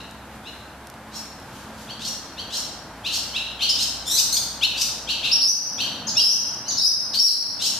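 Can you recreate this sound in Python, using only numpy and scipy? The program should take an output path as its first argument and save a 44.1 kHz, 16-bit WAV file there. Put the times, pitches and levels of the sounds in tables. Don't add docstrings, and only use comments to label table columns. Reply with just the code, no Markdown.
import sys
import numpy as np
from scipy import signal
from scipy.fft import rfft, irfft, next_fast_len
from scipy.io import wavfile
from scipy.ndimage import uniform_filter1d

SR = 44100
rng = np.random.default_rng(int(sys.argv[2]) if len(sys.argv) > 2 else 0)


def invert_db(level):
    return 10 ** (np.asarray(level, dtype=float) / 20)


def output_pcm(signal):
    pcm = np.clip(np.atleast_2d(signal).T, -1, 1) * 32767
    wavfile.write(sys.argv[1], SR, np.round(pcm).astype(np.int16))


N = 343524

# share of length [0-1], share of rise [0-1], level_db
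FLICK_GLIDE = [(0, 0, -6), (.33, .5, -1), (.66, .9, 0), (1, 1, -15)]


def swallows():
    return chirps() + slurs() + cries() + whistles()


def chirps():
    # start_s, length_s, first_pitch_hz, top_pitch_hz, level_db
    chirp_calls = [(0.0, 0.013, 3310, 4310, -37.5), (0.43, 0.065, 3040, 4240, -43),
                   (1.875, 0.047, 3115, 4760, -37.5), (2.365, .045, 3240, 4710, -34.5),
                   (3.035, 0.058, 3060, 4580, -30), (3.33, .06, 2846, 4233, -28),
                   (3.59, 0.06, 2980, 4635, -21.5), (4.608, .056, 2837, 4330, -24.5),
                   (5.07, .05, 3030, 4640, -24.5), (5.225, 0.049, 3037, 4464, -20.5),
                   (5.775, 0.051, 3046, 4620, -22.5), (6.15, 0.068, 3260, 4700, -23.5),
                   (6.65, 0.028, 3880, 4290, -35.5)]
    # start_s, length_s, first_pitch_hz, top_pitch_hz, level_db
    flick_calls = [
        (3.687, 0.023, 4570, 5510, -18),
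        (7.132, 0.0346, 3850, 4520, -22.5),
    ]
    # share of length [0-1], share of rise [0-1], level_db
    chirp_glide = [(0, 0, -13), (.38, .45, -3), (.75, .93, 0), (1, 1, -14)]
    # wobble [1/500 of pitch], step below [dB], step above [dB], rasp_db
    chirp_voice = (4.5, -1.5, -13, -17.5)
    flick_voice = (5, -14, -13.5, -10)
    notes = placed(chirp_voice, calls(chirp_calls, chirp_glide))
    notes += placed(flick_voice, calls(flick_calls, FLICK_GLIDE))
    return sing(notes, order=3, low_voice=1.06)


def slurs():
    # start_s, length_s, first_pitch_hz, top_pitch_hz, level_db
    slur_calls = [(1.11, 0.058, 3615, 5540, -36), (1.99, 0.11, 3122, 5870, -31),
                  (2.495, 0.085, 3060, 5640, -26.5), (3.09, 0.077, 3300, 5554, -25),
                  (3.752, 0.1, 3000, 5504, -23), (4.16, 0.048, 4290, 6020, -22),
                  (4.755, .087, 4247, 5890, -25.5), (7.59, 0.088, 3350, 5590, -21)]
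    # start_s, length_s, first_pitch_hz, top_pitch_hz, level_db
    snap_calls = [
        (4.361, 0.026, 4050, 5110, -23.5),
    ]
    # start_s, length_s, first_pitch_hz, top_pitch_hz, level_db
    far_calls = [
        (1.5, .15, 3805, 3840, -53.5),
        (1.72, 0.15, 3900, 4990, -55),
    ]
    # share of length [0-1], share of rise [0-1], level_db
    slur_glide = [(0, 0, -17), (.42, .33, -6), (.68, .52, -3), (.82, .95, 0), (1, 1, -5)]
    # wobble [1/500 of pitch], step below [dB], step above [dB], rasp_db
    slur_voice = (3, -7, -6, -13)
    far_voice = (15, 0, -3, 0)
    notes = placed(slur_voice, calls(slur_calls, slur_glide) + calls(snap_calls, FLICK_GLIDE))
    notes += placed(far_voice, calls(far_calls, FLICK_GLIDE))
    return sing(notes, order=4)


def cries():
    # time_s, pitch_hz, level_db
    cry_tracks = [
        [(4.055, 3450, -41.5), (4.09, 3576, -36.5), (4.13, 3923, -28.5), (4.16, 4047, -28.5), (4.19, 4530, -35)],
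        [(4.322, 4100, -29), (4.345, 4404, -29.5), (4.362, 4720, -29.5), (4.368, 4600, -49)],
    ]
    # wobble [1/500 of pitch], step below [dB], step above [dB], rasp_db
    cry_voice = (3, -12, -1, -9)
    return sing(placed(cry_voice, cry_tracks), order=2)


def whistles():
    # time_s, pitch_hz, level_db
    whistle_tracks = [
        [(5.415, 3950, -22.5), (5.427, 5200, -9), (5.44, 5470, -17), (5.465, 5260, -19), (5.48, 5780, -10),
         (5.497, 5930, -17.5), (5.512, 5690, -29), (5.527, 4440, -17)],
        [(6.2, 4484, -12), (6.215, 4980, -13), (6.24, 5200, -16.5), (6.27, 5320, -20), (6.32, 5950, -17),
         (6.335, 6130, -30)],
        [(6.79, 3560, -25.5), (6.81, 4540, -19.5), (6.835, 4975, -17), (6.86, 5250, -11.5), (6.872, 5970, -19),
         (6.882, 5800, -25)],
        [(7.172, 4380, -16), (7.2, 5580, -13), (7.225, 5280, -16), (7.25, 5753, -6), (7.265, 5265, -14),
         (7.29, 3820, -14)],
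    ]
    # start_s, length_s, first_pitch_hz, top_pitch_hz, level_db
    pip_calls = [
        (5.312, 0.046, 4050, 5630, -15.5),
        (6.168, 0.018, 5290, 5533, -7.5),
        (6.77, 0.0365, 3834, 5430, -13.5),
    ]
    # start_s, length_s, first_pitch_hz, top_pitch_hz, level_db
    high_calls = [
        (6.068, 0.037, 5770, 7530, -19),
        (6.68, .038, 5740, 6990, -14.5),
    ]
    low_calls = [
        (6.072, .03, 3060, 5370, -24),
        (6.675, .038, 3180, 4920, -26),
    ]
    # share of length [0-1], share of rise [0 first pitch, 1 top pitch, negative lower still], level_db
    pip_glide = [(0, 0, 1), (0.172, 0.77, -5.5), (.45, 1, 0), (1, 0.99, -39)]
    high_glide = [(0, -0.022, 3.5), (.27, 0.83, -13), (.58, 0.88, -21), (.82, .4, -10), (1, -0.48, 13.5)]
    low_glide = [(0, 1, -2), (.48, 0.81, -3.5), (.76, .55, -3), (1, 0, -1)]
    # wobble [1/500 of pitch], step below [dB], step above [dB], rasp_db
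    pip_voice = (2, 0, -28, -22)
    whistle_voice = (4.5, 0, -24, -20)
    pips = calls(pip_calls, pip_glide) + calls(high_calls, high_glide) + calls(low_calls, low_glide)
    return sing(placed(pip_voice, pips) + placed(whistle_voice, whistle_tracks), order=1)


def calls(rows, glide):
    share, rise, db = np.transpose(glide)
    return [np.transpose([s + share * length_s, first_hz + rise * (top_hz - first_hz), level_db + db])
            for s, length_s, first_hz, top_hz, level_db in rows]


def placed(voice, tracks):
    # time_s, left minus right [dB], direct over room [dB], extra rasp [dB]
    flight = [(.3, 4, -3, -2), (1.2, 1, -7, -1), (2.0, 3, 1, -2), (2.5, 4, -2, -3), (3.1, 3, -1, 0),
              (3.35, 1, -1, -10), (3.6, 5, -4, 1), (3.75, 3, 2, -2), (4.2, 4, 2, 0), (4.6, 4.5, 5, -2),
              (4.8, 4, 1, 2), (5.1, 7, -6, -2), (5.45, 2, -3, 0), (5.8, 9, -7, -1), (6.2, 3, -2, 1),
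              (6.8, 8, -5, -3), (7.2, 6, -2, 2), (7.6, 5, -2, -3)]
    s, pan_db, near_db, rasp_db = np.transpose(flight)
    wobble, below_db, above_db, voice_rasp_db = voice
    notes = []
    for track in tracks:
        pan, near, rasp = (np.interp(track[0][0], s, curve) for curve in (pan_db, near_db, rasp_db))
        notes.append(((wobble, below_db, above_db, voice_rasp_db + rasp), pan, near, track))
    return notes


def sing(notes, order, low_voice=1, room_pan_db=1.3):
    direct, wet = np.zeros((2, N)), np.zeros((2, N + 2 * SR))
    for (voice, pan_db, near_db, track), room in zip(notes, garage(count=len(notes))):
        at, x = note(voice, track, order, low_voice)
        ring = signal.fftconvolve(x[None], room, axes=1)
        wet[:, at:at + ring.shape[1]] += ring
        direct[:, at:at + len(x)] += x * invert_db(near_db + np.array([[pan_db], [-pan_db]]) / 2)
    direct = shape(direct, [(5000, 0.0), (10000, -3.0)])
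    return direct + wet[:, :N] * invert_db(np.array([[room_pan_db], [-room_pan_db]]) / 2)


def note(voice, track, order, low_voice, shake_rad=0.98, flutter_db=3.2, fall=0.43):
    # frequency_hz, gain_db
    beak_colour = [(1500, -29), (2200, -16.5), (2700, -0.5), (4000, -1.5), (6000, 0.5), (8000, -3.5),
                   (11000, -14), (15000, -3)]
    # frequency_hz, gain_db
    air_colour = [(1800, -40), (2500, -8), (4500, -5), (6200, 5), (7500, 0), (11000, 2), (15000, 0)]
    wobble, below_db, above_db, rasp_db = voice
    s, hz, db = np.transpose(track)
    t = np.arange(int(s[0] * SR), int(s[-1] * SR)) / SR
    drift, shake, flutter = (walk(rate, size=SR // 6)[:len(t)] for rate in (200., 900., 150.))
    air = rng.standard_normal(SR // 6)[:len(t)]

    smooth_hz = uniform_filter1d(np.interp(t, s, hz), 200)
    pitch = smooth_hz / order * (1 + wobble / 500 * drift)
    phase = 2 * np.pi * np.cumsum(pitch) / SR + shake_rad * invert_db(rasp_db) * shake

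    k = np.arange(1, 3 * order + 2)[:, None]
    step_db = np.where(k < order, below_db * (order - k), above_db * np.abs(k - order) ** fall)
    k = np.where(k < order, low_voice, 1) * k
    beak_hz, gain_db = np.transpose(beak_colour)
    beak_db = np.interp(np.log(k * pitch), np.log(beak_hz), gain_db)
    partials = invert_db(step_db + beak_db) * (k * pitch < 16000) * np.sin(k * phase)
    tone = np.sqrt(2) * np.sum(partials, axis=0)

    rasp = invert_db(rasp_db) * shape(air * (1 + np.cos(phase)), air_colour)
    rasp *= np.clip((t - t[0]) / 0.03, 0, 1)
    edge = np.clip(np.minimum(t - t[0], t[-1] - t) / .005, 0, 1)
    return int(s[0] * SR), (tone + rasp) * edge * invert_db(np.interp(t, s, db) + flutter_db * flutter)


def garage(count, onset_s=0.0039, echo_db=-12):
    # frequency_hz, t60_s
    decay_times = [(2500, 0.91), (5000, 0.79), (8000, 0.66), (12000, 0.52)]
    # delay_s, level_db, left minus right [dB]
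    wall_echoes = [
        (0.009, -8, -32),
        (.024, -33, 13),
        (.037, -13, 3),
    ]
    t = np.arange(SR) / SR
    centres = 2000 * 2 ** np.arange(0, 3.1, .5)
    bands = []
    for hz in centres:
        edges = [hz / 2 ** .25, min(hz * 2 ** .25, 20000)]
        sos = signal.butter(2, edges, "band", fs=SR, output="sos")
        bands.append(signal.sosfilt(sos, rng.standard_normal((2, 2 * SR))))
    bands = np.array(bands)
    t60 = np.interp(centres, *np.transpose(decay_times))[:, None, None]
    fade = np.exp(-np.log(1000) * t / t60) * (1 - np.exp(-t / onset_s))
    for place in np.arange(count) * SR // count:
        tail = np.sum(bands[..., place:place + SR] * fade, axis=0)
        tail = stereo(*tail) / np.sqrt(np.sum(tail[0] ** 2))
        for s, db, pan_db in wall_echoes:
            tail[:, int(s * SR)] += invert_db(db + echo_db + np.array([pan_db, -pan_db]) / 2)
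        yield tail


def ticks(decay_s=0.0012):
    # time_s, peak_db, centre_hz
    clicks = [
        (0.111, -29, 8000),
        (0.871, -27, 4120),
        (0.9, -27, 6360),
        (0.94, -36, 5000),
        (1.145, -32, 3000),
        (1.256, -34, 2760),
        (1.4, -34, 8000),
    ]
    out, t = np.zeros(N), np.arange(400) / SR
    for s, db, hz in clicks:
        ringing = signal.lfilter(*signal.iirpeak(hz, .8, SR), rng.standard_normal(len(t)))
        burst = ringing * np.exp(-t / decay_s)
        out[int(s * SR):int(s * SR) + len(t)] += invert_db(db) * burst / np.abs(burst).max()
    return out


def street():
    # time_s, fade_s, rush_rise_db, hum_rise_db
    passing_cars = [
        (0, 0.54, 1, 1.5),
        (1.75, 0.32, 1.5, 9),
        (2.7, 0.46, 2, 0),
        (4.9, 0.84, 0, -2.5),
        (6.2, 0.42, 3.5, 6),
    ]
    # time_s, firing_hz, level_db
    engine = [
        (0.0, 68, -51),
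        (2.0, 62, -56),
        (2.65, 58.5, -56),
        (3.62, 58.8, -51),
        (5.2, 58.5, -51.5),
        (5.498, 62, -61),
        (7.79, 70, -69),
    ]
    # frequency_hz, density_db
    rush_colour = [(26, -47), (45, -13), (65, -17), (86, -2), (119, -4.5), (188, -3.5), (222, -4),
                   (341, -5.5), (376, -14), (514, -7), (871, -5), (1100, -9), (1600, -10), (1980, -19.5),
                   (2300, -29), (2990, -37), (5060, -120)]
    hiss_colour = [(1500, 11), (2200, 7), (3500, 3), (6000, -3.5), (8000, -5.5), (14500, -10)]
    t = np.arange(N) / SR
    rush_db, hum_db = -43, -53.5
    for s, fade_s, rush_rise_db, hum_rise_db in passing_cars:
        nearness = np.exp(-((t - s) / fade_s) ** 2)
        rush_db = rush_db + rush_rise_db * nearness
        hum_db = hum_db + hum_rise_db * nearness
    rush = unit(shape(rng.standard_normal((2, N)), rush_colour)) * invert_db(rush_db + 1.0 * walk(0.85, size=N))
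    hiss = unit(shape(rng.standard_normal((2, N)), hiss_colour)) * invert_db(-46.5 + 0.69 * walk(16.0, size=N))
    hum = (band(218.0, 4.5) + .5 * band(270.4, 3.7) + .5 * band(123.7, 2.2)) * invert_db(hum_db)
    s, hz, db = np.transpose(engine)
    firing = 2 * np.pi * np.cumsum(np.interp(t, s, hz)) / SR
    drone = np.sqrt(2) * np.sin(firing) * invert_db(np.interp(t, s, db) + 1.3 * walk(15, size=N))
    tread_whine = band(890, 88) * invert_db(-56 + 1.5 * walk(1.3, size=N))
    return stereo(*(rush + hiss)) + tread_whine + drone + hum


def stereo(mid, side):
    # frequency_hz, side minus mid [dB]
    width = [(60, -23), (500, -22.5), (1000, -28.5), (1400, -10.5), (2000, -9), (4000, -3.5), (8000, 1)]
    side = shape(side, width)
    return np.array([mid + side, mid - side])


def shape(x, table):
    hz, db = np.transpose(table)
    n = next_fast_len(x.shape[-1])
    f = np.fft.rfftfreq(n, 1 / SR) + 1
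    gain = invert_db(np.interp(np.log(f), np.log(hz), db))
    return irfft(rfft(x, n) * gain, n)[..., :x.shape[-1]]


def unit(x):
    return x / np.sqrt(np.mean(x ** 2))


def walk(rate, size):
    k = max(int(SR / rate), 1)
    smooth = uniform_filter1d(uniform_filter1d(rng.standard_normal(size + 2 * k), k), k)
    return unit(smooth[k:k + size])


def band(hz, width_hz):
    return unit(signal.lfilter(*signal.iirpeak(hz, hz / width_hz, SR), rng.standard_normal(N)))


def scene():
    return swallows() + street() + ticks()


def low_pass(x):
    return signal.sosfilt(signal.butter(12, 15180, fs=SR, output="sos"), x)


def record(dry):
    # start_s, hold_s, depth_db
    ducks = [
        (5.398, 0.082, -7.5),
        (6.15, 0.12, -5.5),
        (6.765, 0.067, -5),
        (7.145, 0.14, -7),
    ]
    # frequency_hz, gain_db
    mic_response = [(30, -4), (40, -10), (50, 0), (14300, 0), (14500, -60)]
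    attack_s, release_s = 0.13, .17
    limit_db, limit_s = -4, .004

    haze_db = -15 + np.array([[2.0], [-2.0]])
    grit = 1 + .6 * rng.standard_normal(dry.shape)
    haze = invert_db(haze_db) * shape(np.abs(dry) * grit, [(7800, -58), (9200, -1.5), (14000, -7)])

    t = np.arange(N) / SR
    gain_db = np.zeros(N)
    for s, hold_s, depth_db in ducks:
        corners = s + np.cumsum([0, attack_s, hold_s, release_s])
        gain_db += depth_db * np.interp(t, corners, [0, 1, 1, 0])
    power = 2 * uniform_filter1d(np.mean(dry ** 2, axis=0), int(limit_s * SR))
    limiter = 1 / np.sqrt(1 + power / invert_db(2 * limit_db))
    mix = shape((dry + haze) * invert_db(gain_db) * limiter, mic_response)
    return low_pass(mix)


dry = scene()
out = record(dry)
output_pcm(out)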